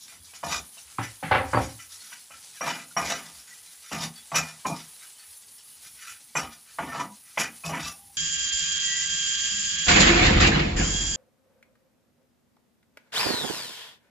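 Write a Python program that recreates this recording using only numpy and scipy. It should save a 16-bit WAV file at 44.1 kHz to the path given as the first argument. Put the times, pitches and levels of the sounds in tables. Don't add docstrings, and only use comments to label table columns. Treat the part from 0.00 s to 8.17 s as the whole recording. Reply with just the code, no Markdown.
import sys
import numpy as np
from scipy import signal
from scipy.fft import rfft, irfft
from scipy.io import wavfile
from scipy.ndimage import uniform_filter1d

SR = 44100
rng = np.random.default_rng(int(sys.argv[2]) if len(sys.argv) > 2 else 0)


def materialize(psi):
    bounded = np.clip(np.atleast_2d(psi).T, -1, 1)
    quanta = np.round(bounded * 32767).astype(np.int16)
    wavfile.write(sys.argv[1], SR, quanta)


N = 360286


def from_db(db):
    return 10 ** (np.asarray(db) / 20)


def rms_one(x):
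    return x / np.sqrt(np.mean(x ** 2) + 1e-20)


def at_hz(points, hz):
    points_hz, values = np.transpose(points)
    return np.interp(np.log(hz), np.log(points_hz), values)


def bandpass(x, order, low_hz, high_hz):
    return signal.sosfilt(signal.butter(order, [low_hz, high_hz], "band", fs=SR, output="sos"), x)


def colour(x, spectrum):
    size = 4096
    hz = np.maximum(np.fft.rfftfreq(size, 1 / SR), 1)
    cepstrum = irfft(at_hz(spectrum, hz) * np.log(10) / 20)
    cepstrum[1:size // 2] *= 2
    cepstrum[size // 2 + 1:] = 0
    response = irfft(np.exp(rfft(cepstrum)))
    return signal.fftconvolve(x, rms_one(response) / np.sqrt(size))[:N]


def drift(rate_hz):
    r = np.exp(-80 * np.pi * rate_hz / SR)
    noise = rng.standard_normal(N // 40 + 2002)
    slow = signal.lfilter([1], [1, -2 * r, r * r], noise)[2000:]
    return np.interp(np.arange(N) / 40, np.arange(len(slow)), rms_one(slow))


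def resonate(x, hz, width_hz):
    r = np.exp(-np.pi * width_hz / SR)
    gain = np.sqrt((1 - r * r) / 2)
    return signal.lfilter([gain, 0, -gain], [1, -2 * r * np.cos(2 * np.pi * hz / SR), r * r], x + 1e-18)


def small_modes(count, low_hz, high_hz, spectrum, lift_db, width_hz):
    places = (np.arange(count) + rng.random(count)) / count
    return [(hz, width_hz, at_hz(spectrum, hz) + lift_db) for hz in low_hz + places * (high_hz - low_hz)]


def grains(per_s, spread_db):
    sizes = from_db(spread_db * np.minimum(rng.exponential(1, N), 4)) * rng.choice([-1, 1], N)
    return rms_one(sizes * (rng.random(N) < per_s / SR))


def swells(start_s, rise_s, hold_s, level_db, fade_db_per_s):
    power = np.zeros(N + SR)
    t = np.arange(SR) / SR
    for s, rise, hold, db, fade in np.broadcast(start_s, rise_s, hold_s, level_db, fade_db_per_s):
        fading_s = np.maximum(t - rise - hold, 0)
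        shape = np.minimum(t / rise, 1) * from_db(db - fade * fading_s)
        power[round(s * SR):][:SR] += shape ** 2
    return np.sqrt(power[:N])


def shudders(events, grip_s, fade_share):
    s, _, *zones_db, fade, _ = np.transpose(events)
    return [swells(s, grip, 0, db, fade * share) for db, grip, share in zip(zones_db, grip_s, fade_share)]


def blow_clicks(events, lift_db):
    clicks = np.zeros(N)
    clicks[[round(row[0] * SR) for row in events]] = from_db(np.array(events)[:, 1] + lift_db)
    return clicks


def blows(events, lift_db, soft_hz, chatter_s):
    clicks = blow_clicks(events, lift_db)
    fade = signal.lfilter([1], [1, -np.exp(-1 / (chatter_s * SR))], clicks)
    contact = clicks + 0.21 * fade * grains(per_s=2400, spread_db=-3.0)
    return signal.sosfilt(signal.butter(2, soft_hz, fs=SR, output="sos"), contact)


def body(forces, zones_hz, modes, grit, grit_db, wander_db):
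    out, broad = np.zeros(N), 0
    for k, (hz, width_hz, db) in enumerate(modes):
        force = forces[np.searchsorted(zones_hz, hz)]
        level_db = db + wander_db * np.tanh(drift(12.2))
        out += (-1) ** k * resonate(force * from_db(level_db), hz, width_hz)
    for force, low_hz, high_hz in zip(forces, [125] + zones_hz, zones_hz + [18000]):
        broad = broad + bandpass(force, 3, low_hz, high_hz)
    return out + from_db(grit_db) * colour(broad, grit)


# pitch_hz, t60_s
KITCHEN_T60 = [(100, 0.27), (260, 0.26), (700, 0.21), (1840, 0.14), (4850, 0.14), (12000, 0.099)]


def kitchen(x):
    t = np.arange(SR // 2) / SR
    tail = 0
    for hz in 60 * 2.0 ** np.arange(8):
        band = bandpass(rng.standard_normal(len(t)), 2, hz, 2 * hz)
        tail = tail + band * from_db(-60 * t / at_hz(KITCHEN_T60, np.sqrt(2) * hz))
    tail *= np.clip((t - 0.003) / 0.013, 0, 1)
    return signal.fftconvolve(x, tail / np.sqrt(np.sum(tail ** 2)))[:N]


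# (relative, per Hz)
FLAME = [(53, -50.5), (90, 5.5), (259, 3), (637, -23), (700, -13), (910, -24.5), (1540, -120)]
FLAME_DB = -71.5
SHAKE_RISE_S, SHAKE_DB_PER_S, SHAKE_REST_DB = 0.061, 107, -78


def stove():
    roar = rms_one(colour(rng.standard_normal(N), FLAME))
    flame = roar * from_db(FLAME_DB + 3.0 * drift(5.9))
    low = bandpass(rng.standard_normal(N), 3, 58, 92)
    s, db = np.transpose([(row[0], row[-1]) for row in LANDINGS + KNOCKS])
    shake = from_db(SHAKE_REST_DB) + swells(s, SHAKE_RISE_S, 0, db, SHAKE_DB_PER_S)
    return flame + rms_one(low) * shake * from_db(4.6 * drift(4.0))


# (relative, per Hz)
FIZZ = [(240, -33), (400, -11), (636, -13), (828, -7), (1240, -10), (2150, -8), (4070, -4), (8000, -3.5),
        (10400, -6.5), (17600, -120)]


def bubbles(per_s, width_hz):
    count, out = 24, 0
    modes = small_modes(count, low_hz=1227, high_hz=8190, spectrum=FIZZ, lift_db=0, width_hz=width_hz)
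    for hz, width_hz, db in modes:
        clicks = abs(grains(per_s / count, spread_db=5.5))
        burst = signal.lfilter([1], [1, -0.995], clicks)
        out = out + from_db(db) * resonate(burst * rng.standard_normal(N), hz, width_hz)
    return rms_one(out)


# start_s, hiss_db, fizz_db (before the flicker)
SIZZLE = [(0.0, -56, -56), (0.7, -52, -52), (1.702, -51, -50), (2.999, -52, -52), (4.6, -52.5, -49.5),
          (5.9, -50.5, -53.5), (6.546, -53.5, -54.5), (7.8, -49.5, -53.5), (8.17, -52.5, -55)]
# (relative, per Hz)
HISS = [(4120, -23.5), (7000, -28.5), (8090, -32), (8880, 3.5), (9630, 7), (10300, 5.5), (11400, 3),
        (13500, -15.5), (14800, 5.5), (15600, -6)]


def oil():
    t = np.arange(N) / SR
    s, hiss_db, fizz_db = np.transpose(SIZZLE)
    dense = grains(per_s=SR, spread_db=5.5)
    hiss = rms_one(colour(dense, HISS + [(16000, -11.0)]))
    pockets = from_db(-10) * bubbles(per_s=500, width_hz=11.833)
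    fizz = rms_one(colour(grains(per_s=5300, spread_db=1.5), FIZZ)) + pockets
    hiss_flicker_db, fizz_flicker_db = 1.6 * drift(10), 1.6 * drift(11)
    return (hiss * from_db(np.interp(t, s, hiss_db) + hiss_flicker_db)
            + fizz * from_db(np.interp(t, s, fizz_db) + fizz_flicker_db))


# start_s, blow_db, boom_db, wood_db, edge_db (rattle in three zones),
# fade_db_per_s, stove_shake_db; levels are relative
KNOCKS = [(0.984, -21, -33, -26.5, -37.5, 219.5, -54), (1.227, -31, -37.5, -32, -37, 104, -51),
          (1.311, -12.5, -28.5, -10, -24, 170.5, -37), (1.323, -21, -30.5, -24, -30.5, 175, -46),
          (1.343, -22, -27, -16, -27.5, 177, -40.5), (1.532, -15, -20.5, -16.5, -37.5, 196.5, -49),
          (1.545, -17.5, -33, -21.5, -41.5, 195, -60), (1.572, -17.5, -23.5, -24, -37, 183.5, -44)]
# pitch_hz, width_hz, level_db (relative)
BOARD = [(80, 23, -9.5), (112, 13, 3), (270.7, 31, -1.5), (351, 15.5, -7.5), (533, 35, -1.5),
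         (526, 12, -2.5), (595, 40, -2), (687, 45, -1), (775, 60, 0), (880, 55, 0), (1026, 40, -5),
         (1294, 41, -5.5), (1292, 63, -6.5), (1458, 46, -11.5), (2030, 45, -18.5)]
# (relative, per Hz)
WOOD_GRIT = [(24, -32), (40, -14), (108, -12.5), (369, -8), (404, -9), (761, -1.5), (999, 3), (2060, -13.5),
             (4200, -29), (9000, -63.5), (11700, -91.5), (19800, -120)]
BOARD_ZONES_HZ = [400, 1800]
BOARD_GRIP_S = [0.011, 0.0015, 0.0067]
BOARD_FADE_SHARE = [0.95, 1, 1.15]


def board():
    boom, wood, edge = shudders(KNOCKS, BOARD_GRIP_S, BOARD_FADE_SHARE)
    rub = grains(per_s=2400, spread_db=-2.5) * from_db(-19.0)
    knock = blows(KNOCKS, lift_db=4.0, soft_hz=1500, chatter_s=0.0054)
    forces = [rub * boom * from_db(4.5) + knock * from_db(-1.0),
              rub * wood + knock,
              rub * edge * from_db(20.5) + knock]
    extra = small_modes(count=24, low_hz=903, high_hz=4430, spectrum=WOOD_GRIT, lift_db=-6.0, width_hz=170)
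    clack = from_db(-1.5) * resonate(knock, hz=1510, width_hz=650)
    return clack + body(forces, BOARD_ZONES_HZ, BOARD + extra, WOOD_GRIT, grit_db=11.5, wander_db=-0.5)


# start_s, level_db (before swell and tremble), pitch_hz, t60_s, held_s (until the choke)
PINGS = [(.525, -31, 2420, 0.33, .07), (0.779, -40.5, 2750, 0.052, .1), (1.232, -31.5, 161, 0.56, 0.054),
         (1.228, -31.5, 840, 0.17, 0.062), (7.06, -40, 207.5, 0.48, 0.097), (1.311, -26, 105.8, 0.23, 0.13),
         (1.311, -19, 1510, 0.15, .1), (1.312, -30, 2004, 0.21, .1), (1.535, -25.5, 113.1, 0.6, 0.26),
         (1.551, -38, 4600, 0.21, 0.067), (1.79, -42, 2010, 0.18, 0.11), (2.001, -45.5, 4290, 0.2, 0.094),
         (2.12, -33.5, 1510, 0.058, 0.12), (2.612, -28, 5740, 0.1, 0.11), (2.613, -37, 2370, 0.99, 0.11),
         (2.91, -37.5, 1430, 0.044, 0.018), (2.966, -26, 5700, 0.12, .04), (3.263, -54, 1460, 0.17, 0.056),
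         (3.49, -49.5, 1960, 0.42, 0.15), (3.921, -32.5, 163, 0.78, 0.24), (4.157, -38, 4550, 0.12, 0.095),
         (4.171, -48, 3420, 0.26, .1), (4.323, -30, 159, 0.63, 0.27), (4.345, -29, 2423, 0.62, 0.18),
         (4.354, -26.5, 2574, 0.31, 0.063), (4.345, -25.5, 5960, 0.17, .2), (4.647, -25, 1033, 0.16, 0.05),
         (4.657, -36, 2430, 0.41, 0.11), (4.656, -33, 160, 0.63, 0.23), (6.356, -29, 6000, 0.21, 0.12),
         (6.352, -31, 7380, 0.16, 0.075), (6.355, -28.5, 2440, 0.22, .15), (6.428, -39, 1250, 0.38, 0.11),
         (6.874, -41, 1790, 1.2, 0.2), (6.915, -36, 1316, 0.84, .17), (6.995, -29, 980, 0.37, 0.15),
         (7.379, -36.5, 166, 0.41, .19), (6.359, -41, 163.7, .5, 0.27), (7.637, -33.5, 2540, 0.25, .15),
         (7.643, -31.5, 162, 0.86, 0.27), (7.734, -30.5, 985, 0.26, 0.051), (7.835, -37, 2640, 0.4, 0.12),
         (7.859, -34.5, 1170, 0.25, 0.17), (7.93, -57.5, 800, 13, 0.19)]
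CHOKE_DB_PER_S = 1199.5


def pings(swell_s, swell_cycles, tremble_db, waver):
    out, tremble = np.zeros(N), from_db(tremble_db * drift(50))
    clock = np.cumsum(1 + waver * drift(30)) / SR
    for s, db, hz, t60, held in PINGS:
        start = round(s * SR)
        t = np.arange(N - start)[:SR // 2] / SR
        level_db = db - 60 * t / t60 - CHOKE_DB_PER_S * np.maximum(t - held, 0)
        swell = 1 - np.exp(-t / (swell_s + swell_cycles / hz))
        tone = np.sin(2 * np.pi * hz * clock[start:][:SR // 2])
        out[start:][:SR // 2] += from_db(level_db) * swell * tone
    return out * tremble


KNOCK_START_HZ, KNOCK_END_HZ, KNOCK_FALL_S, KNOCK_T60_S = 1232, 754, 0.005, 0.045


def bowl_knock(lift_db):
    t = np.arange(SR // 10) / SR
    hz = KNOCK_END_HZ + (KNOCK_START_HZ - KNOCK_END_HZ) * np.exp(-t / KNOCK_FALL_S)
    knock = from_db(-60 * t / KNOCK_T60_S) * np.sin(2 * np.pi * np.cumsum(hz) / SR)
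    return signal.fftconvolve(blow_clicks(LANDINGS, lift_db), knock)[:N]


# start_s, blow_db, floor_db, wall_db, rim_db, edge_db
# (shudder on pan floor, wall, rim and spoon edge), fade_db_per_s, stove_shake_db; levels are relative
LANDINGS = [(0.122, -54, -60, -80, -84, -82, 100, -64), (0.334, -48.5, -79, -69, -40.5, -43.5, 282, -84),
            (0.431, -27.5, -32.5, -23.5, -37, -38.5, 174, -49),
            (0.77, -46, -83, -63, -49.5, -48, 142, -62.5), (1.787, -52, -66, -76, -43, -50, 142, -68),
            (2.119, -42, -60, -91, -40.5, -52, 245, -85), (2.304, -42.5, -59, -55, -43.5, -54.5, 135, -64),
            (2.609, -24, -32, -21, -32, -45, 133, -77),
            (2.966, -18.5, -29.5, -20.5, -25, -34.5, 127, -44.5),
            (3.487, -65, -63, -76, -64, -78, 158, -72), (3.912, -42, -31, -28, -29.5, -40, 124, -52),
            (4.318, -29, -35, -25, -55, -42, 400, -73), (4.343, -23.5, -37.5, -26.5, -25.5, -27, 133, -60),
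            (4.654, -21, -29, -24, -42, -38.5, 152, -57), (6.353, -22, -32, -26, -27.5, -37.5, 150, -55),
            (6.786, -22.5, -34, -28, -34, -54, 128, -52), (7.374, -20, -29.5, -24, -18.5, -28, 177, -54),
            (7.637, -36, -49, -29.5, -36, -37.5, 116, -53), (7.734, -34, -41, -48, -28, -41, 151, -46)]
# start_s, rise_s, hold_s, lift_off_db_per_s (before the zone share),
# floor_db, wall_db, rim_db, edge_db (relative)
DRAGS = [(0.425, 0.11, 0.023, 291, -42, -33.5, -32.5, -36), (2.608, 0.06, 0.038, 138, -42, -37, -31.5, -41),
         (2.772, 0.036, 0.015, 506, -74, -67, -43, -51), (3.001, 0.1, 0.0083, 125, -39.5, -31, -28.5, -36),
         (3.935, 0.083, 0.024, 307, -41.5, -35, -38, -39), (4.438, 0.043, 0.025, 250, -72, -56, -46, -49),
         (4.724, 0.055, 0.046, 349, -62, -51, -44.5, -48.5),
         (6.395, 0.041, 0.013, 279.5, -53, -36.5, -36.5, -49.5),
         (6.5, 0.019, 0.013, 404, -73, -57, -46, -50.5), (6.807, 0.17, 0.03, 278, -37, -29.5, -35.5, -47.5),
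         (7.664, 0.059, 0.019, 191, -34.5, -29, -36, -66), (7.776, 0.077, 0.024, 299, -66, -40.5, -37, -39)]
# start_s, rise_s, hold_s, rim_db, edge_db (relative)
TOSSES = [(0.002, 0.0048, 0.018, -64, -49.5), (0.076, 0.0073, 0.024, -48, -52.5),
          (0.239, 0.0044, 0.017, -65, -53), (0.863, 0.017, 0.016, -54, -81),
          (1.008, 0.024, 0.023, -39.5, -49), (1.44, 0.041, 0.029, -41.5, -53), (1.53, 0.025, .02, -52, -68),
          (1.593, 0.028, 0.034, -42.5, -48), (1.886, 0.028, 0.023, -55.5, -50.5),
          (1.973, 0.05, 0.089, -49.5, -52.5), (2.51, 0.08, 0.017, -48, -52),
          (3.244, 0.016, 0.023, -86, -56), (3.325, 0.05, 0.019, -53, -50.5),
          (3.448, 0.046, 0.053, -51, -55), (3.645, 0.021, 0.037, -53, -55.5),
          (3.8, 0.095, 0.034, -46.5, -52), (4.144, 0.028, 0.01, -52.5, -56),
          (4.996, 0.016, 0.021, -48, -61), (5.17, 0.031, 0.035, -52.5, -63.5),
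          (5.805, 0.042, 0.023, -54, -55.5), (5.938, 0.14, 0.025, -42, -49),
          (6.646, .03, 0.029, -52.5, -67), (7.21, 0.043, 0.2, -54.5, -60)]
TOSS_DB_PER_S = 224.5
# pitch_hz, width_hz, level_db (relative)
PAN = [(160.8, 29, -6.5), (231.9, 7.4, -7), (680, 40, -10.5), (794.6, 12, -8.5), (820, 140, -3),
       (999, 73, -1), (1080, 88, 0), (1221, 30, -0.5), (1344, 120, 0.5), (1441, 42, -3), (1787, 27, -7),
       (2220, 72, -20), (2376, 80, 2), (2422, 75, 3.5), (2622, 70, -4), (2875, 20, -6.5), (3870, 370, -7.5),
       (4170, 94, -6), (4440, 23, -10.5), (5006, 89, -4), (5480, 27, -4.5), (5727, 45, -3.5),
       (5906, 59, -2), (5970, 70, -2), (6714, 53, -7.5), (7230, 46, -7), (7950, 99, -9), (10170, 1200, 0.5)]
# (relative, per Hz)
METAL_GRIT = [(24, -45), (40, -17.5), (156, -4.5), (270, -6), (400, -12), (600, -8), (2060, -10.5),
              (2450, -9.5), (3220, -12.5), (5850, -18), (15000, -23)]
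PAN_ZONES_HZ = [400, 1280, 3300, 5100, 8500]
PAN_GRIP_S = [0.01, 0.0033, 0.0046, 0.017]
PAN_FADE_SHARE = [1.2, 1.08, 1.27, 1.64]
LIFT_SHARE = [.7, .85, 1.05, 1.1]


def spoon():
    s, rise, hold, lift, *zones_db = np.transpose(DRAGS)
    drags = [swells(s, rise, hold, db, lift * share) for db, share in zip(zones_db, LIFT_SHARE)]
    jolts = shudders(LANDINGS, PAN_GRIP_S, PAN_FADE_SHARE)
    floor, wall, rim, edge = np.hypot(drags, jolts)
    slots = np.hypot(drags[-1] * from_db(2.0), jolts[-1] * from_db(-3.5))
    top = jolts[-1] * from_db(4.0) + drags[-1] * from_db(3)
    s, rise, hold, *zones_db = np.transpose(TOSSES)
    toss_rim, toss_edge = [swells(s, rise, hold, db, TOSS_DB_PER_S) for db in zones_db]
    stick_slip_db = 2.43 * drift(45)
    friction = grains(per_s=3000, spread_db=3.0) * from_db(-13.5 + stick_slip_db)
    edge = edge * from_db(1.5 * drift(30))
    tap = blows(LANDINGS, lift_db=2.0, soft_hz=1820, chatter_s=0.0064)
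    forces = [friction * floor * from_db(8.5) + tap * from_db(-3.0),
              friction * (wall * from_db(-0.5) + toss_rim * from_db(-30.0)) + tap,
              friction * (rim + toss_rim) + tap,
              friction * (slots + toss_edge) * from_db(6.0) + tap * from_db(-14.5),
              friction * (edge + toss_edge) * from_db(7) + tap * from_db(-13.5),
              friction * (top + toss_edge * from_db(7.0)) + tap]
    extra = small_modes(count=30, low_hz=1452.0, high_hz=7982, spectrum=METAL_GRIT, lift_db=7.0, width_hz=70)
    ringing = body(forces, PAN_ZONES_HZ, PAN + extra, METAL_GRIT, grit_db=7.0, wander_db=4.0)
    return bowl_knock(lift_db=-2.5) + ringing


KITCHEN_DB = -8.5


def scene():
    close = spoon() + board()
    rings = pings(swell_s=0.0018, swell_cycles=1.9, tremble_db=3.5, waver=0.00695)
    mono = close + rings + from_db(KITCHEN_DB) * kitchen(close) + oil() + stove()
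    return np.array([mono, mono])


def suppressor(x, memory_s, strength, least_db, bass_least_db, bass_hz):
    hz, _, spectrum = signal.stft(x, SR, nperseg=512)
    power = uniform_filter1d(abs(spectrum) ** 2, size=3, axis=0)
    power = uniform_filter1d(power, size=3, axis=1) + 1e-18
    keep = np.exp(-256 / SR / memory_s)
    recent = signal.lfilter([1 - keep], [1, -keep], power, axis=1, zi=keep * power[:, :1])[0]
    least = from_db(least_db + (bass_least_db - least_db) / (1 + (hz[:, None] / bass_hz) ** 2))
    gain = np.sqrt(np.clip(1 - strength * recent / power, least ** 2, 1))
    return signal.istft(spectrum * gain, nperseg=512)[1][:N]


CUTOFF_HZ = 15640


def record(dry):
    clean = suppressor(dry[0], memory_s=0.23, strength=0.094, least_db=-2.5, bass_least_db=-3.5, bass_hz=800)
    thin = signal.sosfilt(signal.butter(3, 52, "high", fs=SR, output="sos"), np.array([clean, clean]))
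    return signal.sosfilt(signal.cheby2(20, 90, CUTOFF_HZ, fs=SR, output="sos"), thin)


dry = scene()
out = record(dry)
materialize(out)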